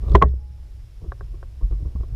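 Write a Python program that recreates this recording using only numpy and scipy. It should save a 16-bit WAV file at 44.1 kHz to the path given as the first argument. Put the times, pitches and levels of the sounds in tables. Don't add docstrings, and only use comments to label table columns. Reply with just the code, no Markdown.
import sys
import numpy as np
from scipy import signal
from scipy.fft import rfft, irfft
from scipy.io import wavfile

SR = 44100
rng = np.random.default_rng(int(sys.argv[2]) if len(sys.argv) > 2 else 0)


def materialize(psi):
    bounded = np.clip(np.atleast_2d(psi).T, -1, 1)
    quanta = np.round(bounded * 32767).astype(np.int16)
    wavfile.write(sys.argv[1], SR, quanta)


N = 94815
T = np.arange(N) / SR


def from_db(db):
    return 10 ** (np.asarray(db) / 20)


def fader(points):
    return from_db(np.interp(T, *np.transpose(points)))


def noise(spectrum):
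    hz, db = np.transpose(spectrum)
    freqs = np.maximum(np.fft.rfftfreq(N, 1 / SR), 1)
    colour = from_db(np.interp(np.log(freqs), np.log(hz), db))
    low_cut = np.minimum(freqs / hz[0], 1) ** 2
    shaped = irfft(rfft(rng.standard_normal(N)) * colour * low_cut, N)
    return shaped / shaped.std()


def burst(start_s, attack_s, t60_s):
    age = np.maximum(T - start_s, 0)
    rise = np.sin(np.pi / 2 * np.minimum(age / attack_s, 1)) ** 2
    return rise * np.exp(-np.log(1000) * np.maximum(age - attack_s, 0) / t60_s)


def mode(start_s, hz, attack_s, t60_s):
    return burst(start_s, attack_s, t60_s) * np.sin(2 * np.pi * hz * (T - start_s))


def strike(contacts, modes, attack_s):
    out = np.zeros(N)
    for start_s, db, brightness_hz, pitch_ratio, *_ in contacts:
        for k, (hz, mode_db, t60_s) in enumerate(modes):
            scatter_db = 0.5 * rng.standard_normal()
            gain = from_db(db + mode_db + scatter_db) / np.hypot(1, (hz / brightness_hz) ** 2)
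            out += (-1) ** k * gain * mode(start_s, hz * pitch_ratio, attack_s, t60_s)
    return out


# time_s, level_db
WIND_RIDE = [(0, -26.5), (0.3, -30), (0.5, -39), (0.6, -35.5), (0.92, -40.5), (1.08, -34.5), (1.3, -35),
             (1.56, -36.5), (1.7, -34), (2.14, -29)]
HISS_RIDE = [(0, -63), (0.14, -60), (0.25, -71.5), (0.4, -70), (0.7, -65.5), (1.2, -65.5), (2.14, -65.5)]
# freq_hz, level_db
WIND_EQ = [(20, -4), (40, 0), (62, 3), (88, -12.5), (110, -5), (135, -18.5), (190, -34), (320, -32.5),
           (600, -40.5), (1200, -50.5), (3000, -79.5)]
HISS_EQ = [(200, -4), (1000, 1.5), (2500, 1), (4400, -1.5), (5400, -2), (6400, -5.5), (9000, -8.5),
           (15000, -11.5)]


def wind_and_hiss():
    return fader(WIND_RIDE) * noise(WIND_EQ) + fader(HISS_RIDE) * noise(HISS_EQ)


# pitch_hz, rms_db
WHINE_TONES = [(5034, -80), (10046, -83.5), (10071, -89)]


def whine():
    return sum(from_db(db) * np.sqrt(2) * np.sin(2 * np.pi * hz * T) for hz, db in WHINE_TONES)


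# freq_hz, level_db
PULSING_EQ = [(5000, -44.5), (5380, -1.5), (5500, 0), (5620, -4), (6000, -48)]


def high_pulsing(level_db=-75, rate_hz=18):
    return from_db(level_db) * np.sin(np.pi * rate_hz * T) ** 2 * noise(PULSING_EQ)


# start_s, level_db, attack_s, t60_s, brightness_hz
SCUFF_CUES = [(0.015, -38.5, 0.032, 0.5, 2100), (0.078, -35, .002, 0.15, 1500),
              (0.096, -38, .006, 0.28, 440), (0.117, -31.5, .002, 0.25, 1530),
              (0.337, -39.5, .002, 0.028, 698), (1.016, -39, 0.0033, 0.13, 546),
              (1.038, -39, 0.0038, 0.21, 650), (1.211, -40.5, 0.0019, 0.079, 802),
              (1.323, -47.5, 0.019, 0.19, 1504), (1.606, -39.5, 0.0081, 0.15, 1427),
              (1.71, -36.5, .002, 0.056, 3000), (1.722, -39.5, 0.0048, 0.1, 3000),
              (1.785, -44.5, 0.01, 0.38, 595), (1.848, -39.5, 0.0071, 0.11, 880),
              (1.9513, -37.5, 0.0085, 0.053, 1400), (2.006, -35, .002, 0.033, 2940),
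              (2.033, -36, 0.0013, 0.052, 3070), (2.08, -72, .01, 0.15, 710)]
# freq_hz, level_db
SCUFF_EQ = [(90, 1), (160, 10), (230, -4), (330, 6), (460, -2), (700, -11.5), (880, -17), (1130, -6.5),
            (1500, -30.5), (2500, -30), (8000, -45)]


def scuffs():
    friction = noise(SCUFF_EQ)
    out = np.zeros(N)
    for start_s, db, attack_s, t60_s, brightness_hz in SCUFF_CUES:
        low_pass = signal.butter(2, brightness_hz, fs=SR, output="sos")
        out += from_db(db) * burst(start_s, attack_s, t60_s) * signal.sosfilt(low_pass, friction)
    return out


# start_s, level_db, pitch_hz, attack_s, t60_s
THUMP_CUES = [(0.032, -22.5, 74, 0.0037, 0.067), (0.066, -13, 64, 0.0082, 0.063),
              (0.095, -7, 52.5, .014, 0.25), (0.1445, 0.5, 59.3, 0.0045, 0.17),
              (0.219, -16.5, 105.3, .006, .09), (0.2369, -8, 64.1, 0.0096, 0.46),
              (0.469, -32, 66, 0.046, 0.21), (1.021, -27, 67.1, 0.0084, 0.18),
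              (1.076, -19, 50.7, 0.013, .11), (1.226, -21.5, 52.4, 0.0079, 0.13),
              (1.307, -24, 45.2, .02, 0.25), (1.618, -10.5, 42.6, 0.02, 0.25),
              (1.701, -14, 48.2, 0.017, 0.48), (1.824, -14, 71, 0.0073, 0.026),
              (1.85, -18, 59.4, 0.018, 0.074), (1.907, -27, 51.6, 0.0079, 0.033),
              (1.952, -17.5, 68.6, 0.0032, 0.2), (2.0, -17, 58.5, 0.0061, 0.099),
              (2.079, -20, 54.76, 0.062, 0.74)]
# pitch_ratio, level_db, t60_ratio
THUMP_OVERTONES = [(1.729, -15, .6), (2.5, -17.5, 0.55)]


def hull_thumps():
    out = np.zeros(N)
    for start_s, db, hz, attack_s, t60_s in THUMP_CUES:
        out += from_db(db) * mode(start_s, hz, attack_s, t60_s)
        for pitch_ratio, overtone_db, t60_ratio in THUMP_OVERTONES:
            out += from_db(db + overtone_db) * mode(start_s, hz * pitch_ratio, attack_s, t60_s * t60_ratio)
    return out


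# start_s, level_db
RATTLE_CUES = [(0.080, -58), (0.094, -51), (0.116, -45.5), (0.136, -50), (0.176, -57.5), (0.284, -60.5)]
# freq_hz, level_db
RATTLE_EQ = [(1500, -7), (2500, -6), (3600, 6.5), (5500, -9.5), (9000, -14), (15000, -26.5)]


def rattles():
    envelope = sum(from_db(db) * burst(start_s, attack_s=0.0033, t60_s=0.021)
                   for start_s, db in RATTLE_CUES)
    return envelope * noise(RATTLE_EQ)


# start_s, level_db, brightness_hz, pitch_ratio, crack_db
KNOCK_CUES = [(0.1493, 1.5, 3500, .975, -24), (0.1525, -1.5, 3500, .975, -21),
              (0.2153, -8.5, 1400, 1.02, -43), (0.2217, 2.5, 3000, 1.02, -26.5),
              (0.2317, -10.5, 1780, 1.02, -48.5)]
# pitch_hz, level_db, t60_s
KNOCK_BODY = [(329, -25.5, .06), (407.3, -23, 0.15), (465, -16.5, 0.079), (685.5, -16.5, 0.04),
              (825, -18, 0.066), (1029.3, -3, .026), (1089, -1.5, .028), (1490, -42, 0.027),
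              (1546, -25.5, 0.039), (1910, -24, .022), (2018, -18, .022), (2640, -39, 0.0088),
              (3360, -35.5, .02), (3460, -39.5, 0.028)]
# freq_hz, level_db
CRACK_EQ = [(300, 13.5), (1000, 5), (1400, -6.5), (2000, 2), (2350, -6.5), (2540, 2), (2900, -8), (3240, 2),
            (3900, -9), (4450, -13), (5500, -16), (7500, -19), (10000, -32), (15000, -29.5)]
WALL_EQ = [(110, 3), (170, 4), (250, -3.5), (420, 2), (700, -12), (880, -15), (1100, -19), (1400, -25.5),
           (3000, -49.5), (8000, -66.5)]


def knocks(wall_db=-16.5):
    crack_envelope, wall_envelope = np.zeros((2, N))
    for start_s, db, _, _, crack_db in KNOCK_CUES:
        crack_envelope += from_db(crack_db) * burst(start_s, attack_s=0.0013, t60_s=0.032)
        wall_envelope += from_db(db + wall_db) * burst(start_s, attack_s=0.0046, t60_s=0.0811)
    crack = crack_envelope * noise(CRACK_EQ)
    wash = wall_envelope * noise(WALL_EQ)
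    return crack + strike(KNOCK_CUES, KNOCK_BODY, attack_s=0.0013) + wash


# start_s, pitch_hz, level_db, t60_s
RING_CUES = [(0.221, 1866, -42, 0.15), (0.388, 837, -62, 1.7)]


def lingering_rings():
    return sum(from_db(db) * mode(start_s, hz, attack_s=0.0055, t60_s=t60_s)
               for start_s, hz, db, t60_s in RING_CUES)


# start_s, level_db, brightness_hz, pitch_ratio
TAP_CUES = [(1.1199, -27, 2700, 1.02), (1.2088, -32, 2240, 1.013), (1.428, -33, 1620, 0.984)]
# pitch_hz, level_db, t60_s
TAP_BODY = [(383, -7.5, 0.042), (540, -10, 0.059), (703, -8.5, 0.028), (1103, -4, 0.026),
            (1582, -5.5, 0.019), (1940, -20.5, 0.017), (3740, -18, 0.0079)]
# freq_hz, level_db
CLICK_EQ = [(300, -6), (550, -9), (880, -7), (1150, 10), (1700, -3), (2100, -20), (2600, -34), (3900, -20),
            (5000, -43)]


def taps(click_db=-15.5):
    click_envelope = sum(from_db(db + click_db) * burst(start_s, attack_s=0.00075, t60_s=0.037)
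                         for start_s, db, *_ in TAP_CUES)
    return click_envelope * noise(CLICK_EQ) + strike(TAP_CUES, TAP_BODY, attack_s=0.00042)


def scene():
    bed = wind_and_hiss() + whine() + high_pulsing()
    boat = scuffs() + hull_thumps() + rattles() + knocks() + lingering_rings() + taps()
    return (bed + boat)[None]


def record(dry):
    ceiling, stopband_hz = 0.98, 15800
    clipped = dry / (1 + (dry / ceiling) ** 8) ** (1 / 8)
    low_pass = signal.cheby2(16, 60, stopband_hz, fs=SR, output="sos")
    return signal.sosfilt(low_pass, clipped)


dry = scene()
out = record(dry)
materialize(out)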